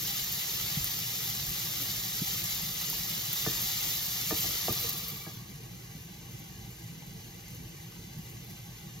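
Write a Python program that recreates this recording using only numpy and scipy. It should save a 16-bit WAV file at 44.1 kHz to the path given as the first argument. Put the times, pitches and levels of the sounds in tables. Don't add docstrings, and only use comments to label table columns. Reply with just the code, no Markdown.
import sys
import numpy as np
from scipy import signal
from scipy.fft import rfft, irfft
from scipy.io import wavfile
from scipy.ndimage import uniform_filter1d

SR = 44100
rng = np.random.default_rng(int(sys.argv[2]) if len(sys.argv) > 2 else 0)


def unload_audio(sound):
    columns = np.transpose(np.atleast_2d(sound))
    steps = np.round(np.clip(columns, -1, 1) * 32767)
    wavfile.write(sys.argv[1], SR, steps.astype(np.int16))


N = 396900
T, HZ = np.arange(N) / SR, np.fft.rfftfreq(N, 1 / SR)
HISS_LEAK = 1.69


def gain_of(db):
    return np.exp(np.asarray(db) * (np.log(10) / 20))


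def fade(t, t60):
    return gain_of(-60 * t / t60)


def evened(x):
    return x / np.sqrt(np.mean(x ** 2) + 1e-20)


def read(points, column=1):
    table = np.array(points, float)
    return np.interp(np.log(HZ + 1), np.log(table[:, 0]), table[:, column])


def add(mix, s, sound):
    part = mix[max(round(s * SR), 0):][:len(sound)]
    part += sound[:len(part)]


def coloured(x, colour, peaks=()):
    db = read(colour) + sum(lift / (1 + (2 * (HZ - hz) / width) ** 2) for hz, width, lift in peaks)
    return evened(irfft(rfft(x) * gain_of(db), N))


def passed(x, corner_hz, kind):
    y = signal.sosfilt(signal.butter(4, corner_hz, kind, fs=SR, output="sos"), x)
    return y / abs(y).max()


def wander(rate_hz, size=4096):
    hz = np.fft.rfftfreq(size, T[-1] / size)
    slow = irfft(rfft(rng.standard_normal(size)) / (1 + (hz / rate_hz) ** 2) * (hz > 1))
    return np.interp(T, np.linspace(0, T[-1], size), evened(slow))


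def bursts(per_s, spread_db):
    size = gain_of(spread_db * np.minimum(rng.exponential(1, N), 5))
    return evened(size * rng.choice([-1, 1], N) * (rng.random(N) < per_s / SR))


def echoes(x, t60=0.27, near_t60=0.034, near_db=10, count=4):
    t, out = T[:16384], np.zeros((2, N))
    decay = (fade(t, t60) + gain_of(near_db) * fade(t, near_t60)) * (t > .001)
    paths = rfft(rng.standard_normal((count, 2, len(t))) * decay)
    power = uniform_filter1d((abs(paths) ** 2).mean(0), size=31, axis=1)
    paths /= np.sqrt(power)
    shares = np.array([wander(rate_hz=13) for _ in range(count)])
    shares[0] += 0.87
    shares /= np.linalg.norm(shares, axis=0)
    for share, taps in zip(shares, irfft(paths)[..., :len(t) // 2]):
        out += signal.oaconvolve((x * share)[None], taps, axes=1)[:, :N]
    return out


def kitchen(spread, sharp, sharp_echo_db=-5):
    # (frequency [Hz], how alike left and right sound [0-1], lead of the left side [radians])
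    stereo = [(143, 0.99, 0), (377, 0.64, 0), (645, 0.27, -0.4), (990, 0.46, 0.74), (2070, 0.48, -1.3),
              (2610, 0.53, -3), (3310, 0.04, -1.75), (3650, 0.46, 1.1), (4330, 0.69, 0), (4900, 0.57, 0.5),
              (6340, 0.68, 1.06), (7500, 0.6, 2.5), (7660, 1, 3), (9510, 1, 3), (10450, 0.63, 4),
              (11500, 0.3, 6.5), (11950, 0.96, 6.5), (14350, 1, 6), (14800, 0.5, 7), (15900, .55, 8.5)]
    # (frequency [Hz], left over right [dB])
    balance = [(100, -0.5), (350, -1.5), (1300, -0.8), (2100, 3.5), (2800, 0), (3700, 1), (4700, 0.5),
               (8000, 0)]
    alike, sides = np.clip(read(stereo), 0, .999), np.array([[.5], [-.5]])
    common = (np.sqrt(alike) * rfft(spread) + rfft(sharp)) * np.exp(1j * sides * read(stereo, 2))
    reflected = np.sqrt(1 - alike) * rfft(echoes(spread + gain_of(sharp_echo_db) * sharp))
    return irfft((common + reflected) * gain_of(sides * read(balance)), N)


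def fan(air_db=-48, hum_db=-58, hum_hz=119, boom_db=-56, boom_hz=165, boom_width_hz=55):
    # (frequency [Hz], level [dB])
    air_colour = [(22, -48), (35, -14), (50, -3.5), (68, -7.5), (88, -9.5), (110, 0.5), (150, -1),
                  (180, -3.5), (220, -11.5), (285, -16.5), (385, -21), (560, -29), (900, -39), (2500, -56)]
    # (frequency [Hz], width [Hz], lift [dB])
    duct_peaks = [(340, 47, 8.3), (451, 54, 10.4)]
    cycles = np.cumsum(hum_hz + 1.2 * wander(rate_hz=4.9)) / SR
    hum = np.sqrt(2) * np.sin(2 * np.pi * cycles) * gain_of(hum_db + 3 * wander(rate_hz=8.2))
    gusts = gain_of(air_db + 1.56 * wander(rate_hz=12))
    air = gusts * coloured(rng.standard_normal(N), air_colour, duct_peaks)
    boom_band = 1 / (1 + 2j * (HZ - boom_hz) / boom_width_hz) ** 2
    boom = evened(irfft(rfft(rng.standard_normal(N)) * boom_band, N))
    return air + hum + boom * gain_of(boom_db + 4 * wander(rate_hz=8.6))


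def clinks():
    # (time [s], level [dB], pitch [Hz], fade time [s])
    touches = [(2.929, -39.5, 946, 0.041), (4.845, -36.5, 463, 0.091), (5.263, -47, 1655, 0.11),
               (5.285, -50.5, 3380, .22), (5.349, -51.5, 3380, .2), (7.023, -45, 895, 0.023),
               (7.023, -44, 3200, .012), (7.922, -49, 1150, .02)]
    out, t = np.zeros(N), T[:SR // 4]
    for s, db, hz, t60 in touches:
        add(out, s, gain_of(db) * fade(t, t60) * np.sin(2 * np.pi * hz * t))
    return out


def stirring(rise_cycles=0.37, fade_cycles=1.43):
    # (time [s], level [dB], pitch [Hz])
    pushes = [(.776, -23.5, 147), (.81, -36, 65.5), (.832, -35, 125), (1.485, -40, 60), (2.22, -24.5, 177),
              (2.224, -33, 302), (4.489, -38, 105), (5.955, -35, 159), (7.995, -36, 135), (8.168, -35, 135),
              (8.196, -31, 166)]
    # (time [s], level [dB], pitch [Hz])
    rocks = [(3.4751, -25.5, 166), (3.483, -30, 125), (3.509, -38, 160), (4.327, -25.5, 313),
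             (4.341, -36, 95), (4.709, -26.5, 112), (4.7235, -35, 170), (5.275, -39, 149)]
    # (time [s], level [dB], half length [s])
    strokes = [(.12, -57, 0.12), (0.816, -50, 0.05), (1.453, -55.5, 0.12), (1.815, -48.5, 0.038),
               (2.95, -52.5, 0.075), (3.608, -50.5, 0.07), (4.476, -47, 0.072), (4.888, -49, 0.069)]
    # (frequency [Hz], level [dB])
    rub_colour = [(25, -15), (50, 3), (150, -2.5), (300, -4.5), (600, -18), (2000, -32), (6000, -60)]
    out, t = np.zeros(N), np.arange(-2000, 4000) / SR
    for s, db, hz in pushes + rocks:
        cycles = t * hz
        swell = np.exp(-np.where(cycles < 0, (cycles / rise_cycles) ** 2 / 2, cycles / fade_cycles))
        add(out, s + t[0], gain_of(db) * swell * np.sin(2 * np.pi * cycles))
    rub_level = sum(gain_of(db) * np.exp(-((T - s) / half) ** 2 / 2) for s, db, half in strokes)
    return out + rub_level * coloured(bursts(per_s=900, spread_db=3), rub_colour)


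def knocks(slap_low_hz=420, thud_hz=540, rattle_db=-2.5, rattle_t60=0.15):
    # (time [s], level [dB], treble limit [Hz], thud delay [s], thud over slap [dB])
    hits = [(3.462, -28, 2200, 0.0071, 0), (4.307, -26.5, 1900, .007, 0), (4.44, -38, 1300, .014, 0),
            (4.68, -22.5, 1100, 0.00897, -.5), (5.264, -40, 1100, .007, 0)]
    # (pitch [Hz], level [dB], fade time [s])
    notes = [(124, -10, 0.064), (225, -6, 0.065), (332, -3.5, 0.079), (440, -3, 0.07), (640, -3.5, 0.038),
             (764, -4.5, 0.032), (910, -8, 0.033), (1208, -4, 0.05), (1440, -8, 0.028), (1787, -1, 0.039)]
    out, t = np.zeros(N), T[:8192]
    ring = sum((-1) ** k * gain_of(db) * fade(t, t60) * np.sin(2 * np.pi * hz * t)
               for k, (hz, db, t60) in enumerate(notes))
    for s, db, corner_hz, after_s, thud_db in hits:
        rattle = rng.standard_normal(len(t)) * fade(t, rattle_t60)
        rattle /= np.linalg.norm(rattle)
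        knock = ring + gain_of(rattle_db) * signal.fftconvolve(ring, rattle)[:len(t)]
        slap = passed(passed(knock, slap_low_hz, "high"), corner_hz, "low")
        add(out, s, gain_of(db) * slap)
        add(out, s + after_s, gain_of(db + thud_db) * passed(knock, thud_hz, "low"))
    return out


def lid_cover(near_s=4.57, over_s=4.77):
    return np.clip((T - near_s) / (over_s - near_s), 0, 1)


def rim_gap(closing_s=4.83, shut_s=5.60):
    return np.clip((shut_s - T) / (shut_s - closing_s), 0, 1)


def lid_ring(level_db=-47.8, glide=.05):
    # (pitch [Hz], width [Hz], level [dB])
    notes = [(450, 40, 6), (716, 98, -4), (921, 22, -2), (1167, 100, 5.5), (2280, 85, 8), (2860, 60, -10),
             (3400, 70, 4), (4200, 270, 1)]
    response = sum(gain_of(db) / (1 + 1.3j * (HZ - hz) / width) ** 2 for hz, width, db in notes)
    ring = evened(irfft(rfft(rng.standard_normal(N)) * response, N))
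    play_speed = 1 + glide * (rim_gap() - .5)
    sinking = np.interp(np.cumsum(play_speed) / SR, T, ring)
    return gain_of(level_db) * lid_cover() * rim_gap() * sinking


def spits(trim_db=-3.9, pitch_hz=13500, width_hz=4200, spray_db=-20, spray_t60=0.067, rise_s=.001):
    # (time [s], level before trim [dB], fade time [s])
    drops = [(.843, -12, .008), (1.964, -19, .006), (2.440, -17, .005), (2.812, -21, .02),
             (2.899, -15.5, .014), (3.330, -14, .014), (3.510, -19.5, .008), (3.617, -15, .008),
             (4.404, -17, 0.018), (4.725, -14, .012), (4.892, -12.5, .014), (4.930, -20.5, .01),
             (4.977, -20, .012), (5.082, -19, .01), (5.236, -30, .006), (5.498, -35, .008),
             (5.555, -37, .008), (7.558, -32, .006), (8.184, -33, .024), (8.506, -35.5, .007)]
    out, t = np.zeros(N), T[:4096]
    band = 1 / (1 + 1j * (np.fft.rfftfreq(len(t), 1 / SR) - pitch_hz) / width_hz) ** 2
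    for s, db, t60 in drops:
        shape = (1 - np.exp(-t / rise_s)) * (fade(t, t60) + gain_of(spray_db) * fade(t, spray_t60))
        crack = irfft(rfft(rng.standard_normal(len(t))) * band) * shape
        add(out, s, gain_of(db + trim_db) * crack / abs(crack).max())
    return out


def flare_db(rise_s=0.029, fall_s=0.045):
    # (start [s], lift [dB], time held [s])
    presses = [(.06, 1.5, 0.14), (.37, 1.1, 0.43), (.82, 1, 0.042), (1.52, 1, .08), (2.25, 2.3, 0.076),
               (2.47, 1.1, 0.086), (2.78, 1.3, 0.16), (3.33, 2, 0.6), (3.5, 0.7, 0.1), (3.81, 1.3, 0.057),
               (4.09, 1.5, 0.78), (4.36, 2, 0.1)]
    lift = np.zeros(N)
    for s, db, held in presses:
        rise = 1 - np.exp(-np.maximum(T - s, 0) / rise_s)
        fall = np.exp(-np.maximum(T - s - held, 0) / fall_s)
        lift += db * rise * fall
    return lift


def crackle(level_db=-47, low_hz=3200, high_hz=7000, t60=0.0022, sizes=8):
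    cracks, t = np.zeros(N), T[:512]
    for hz in np.geomspace(low_hz, high_hz, sizes):
        ping = fade(t, t60) * np.sin(2 * np.pi * hz * t)
        cracks += signal.oaconvolve(bursts(per_s=100, spread_db=2.4), ping)[:N]
    return gain_of(level_db + flare_db()) * rim_gap() ** HISS_LEAK * evened(cracks)


def frying(fizz_per_s, snaps_per_s, snap_db, snap_hz, flutter_db):
    fizz = bursts(fizz_per_s, spread_db=2.5) * gain_of(flutter_db * wander(rate_hz=31))
    treble = HZ ** 2 / (HZ ** 2 + snap_hz ** 2)
    snaps = irfft(rfft(bursts(snaps_per_s, spread_db=3)) * treble, N)
    flurry_db = 2.5 * wander(rate_hz=22) + 2.5 * wander(rate_hz=5)
    return fizz + gain_of(snap_db + flurry_db) * evened(snaps)


def muffled_sizzle(level_db=-50):
    # (frequency [Hz], level [dB])
    colour = [(250, -25), (550, -6.5), (900, -3), (1150, -5.5), (1340, -11), (1600, -4.5), (2600, -2),
              (4600, -1.5), (6200, -0.8), (7800, -2.5), (9000, -2), (11300, -7), (13000, -3.5),
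              (15700, -11.5), (17000, -25)]
    # (frequency [Hz], width [Hz], lift [dB])
    peaks = [(795, 86, 8.2), (1130, 105, 3.2), (1520, 120, 4.5), (2040, 97, 7.5), (2310, 190, 3.4),
             (2900, 340, 5.5), (4120, 220, 2.5), (5500, 250, -2), (5950, 260, 3.5), (6350, 300, 2.5)]
    hiss = frying(fizz_per_s=20000, snaps_per_s=650, snap_db=-7, snap_hz=12000, flutter_db=0.5)
    return gain_of(level_db) * coloured(hiss, colour, peaks)


def open_sizzle(level_db=-34, sag_db=-1, sag_s=2.86, sag_width_s=0.15):
    # (frequency [Hz], level [dB])
    colour = [(150, -26), (400, -13.5), (620, -19), (1100, -18), (1700, -12), (2200, -7), (2900, -2.5),
              (3500, -0.5), (5000, 0), (7000, 0.26), (8000, -3), (9000, -3.5), (11300, -5.5), (12500, -1.3),
              (13800, 0), (15000, -4.5), (17000, -8.5)]
    # (frequency [Hz], width [Hz], lift [dB])
    peaks = [(773, 145, 7.6), (917, 42, 10), (1030, 96, -6), (1180, 235, 10), (1805, 59, 3.5),
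             (2030, 400, 5), (2910, 140, 2.5), (3670, 160, 2.5), (5400, 110, 1.5)]
    # (frequency [Hz], width [Hz], lift [dB])
    lid_dips = [(1450, 250, -2.5), (1900, 200, -1.5), (2400, 120, -7), (3220, 160, -2), (6200, 2200, -1.5)]
    swell_db = flare_db() + sag_db * np.exp(-((T - sag_s) / sag_width_s) ** 2 / 2)
    gap, cover = rim_gap(), lid_cover()
    snap_db = -7.5 + 0.37 * swell_db - 4 * (1 - gap) ** 2
    hiss = frying(fizz_per_s=16000, snaps_per_s=1400, snap_db=snap_db, snap_hz=11000, flutter_db=0.52)
    level = gain_of(level_db + swell_db + 0.25 * wander(rate_hz=12))
    free, covered = coloured(hiss, colour, peaks), coloured(hiss, colour, peaks + lid_dips)
    return level * gap ** HISS_LEAK * ((1 - cover) * free + cover * covered)


def scene():
    spread = open_sizzle() + muffled_sizzle() + lid_ring() + fan()
    sharp = crackle() + spits() + knocks() + clinks() + stirring()
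    return kitchen(spread, sharp)


def record(dry):
    treble_cut = signal.firwin(511, 15900, window=("kaiser", 9), fs=SR)
    return signal.oaconvolve(dry, treble_cut[None], "same")


dry = scene()
out = record(dry)
unload_audio(out)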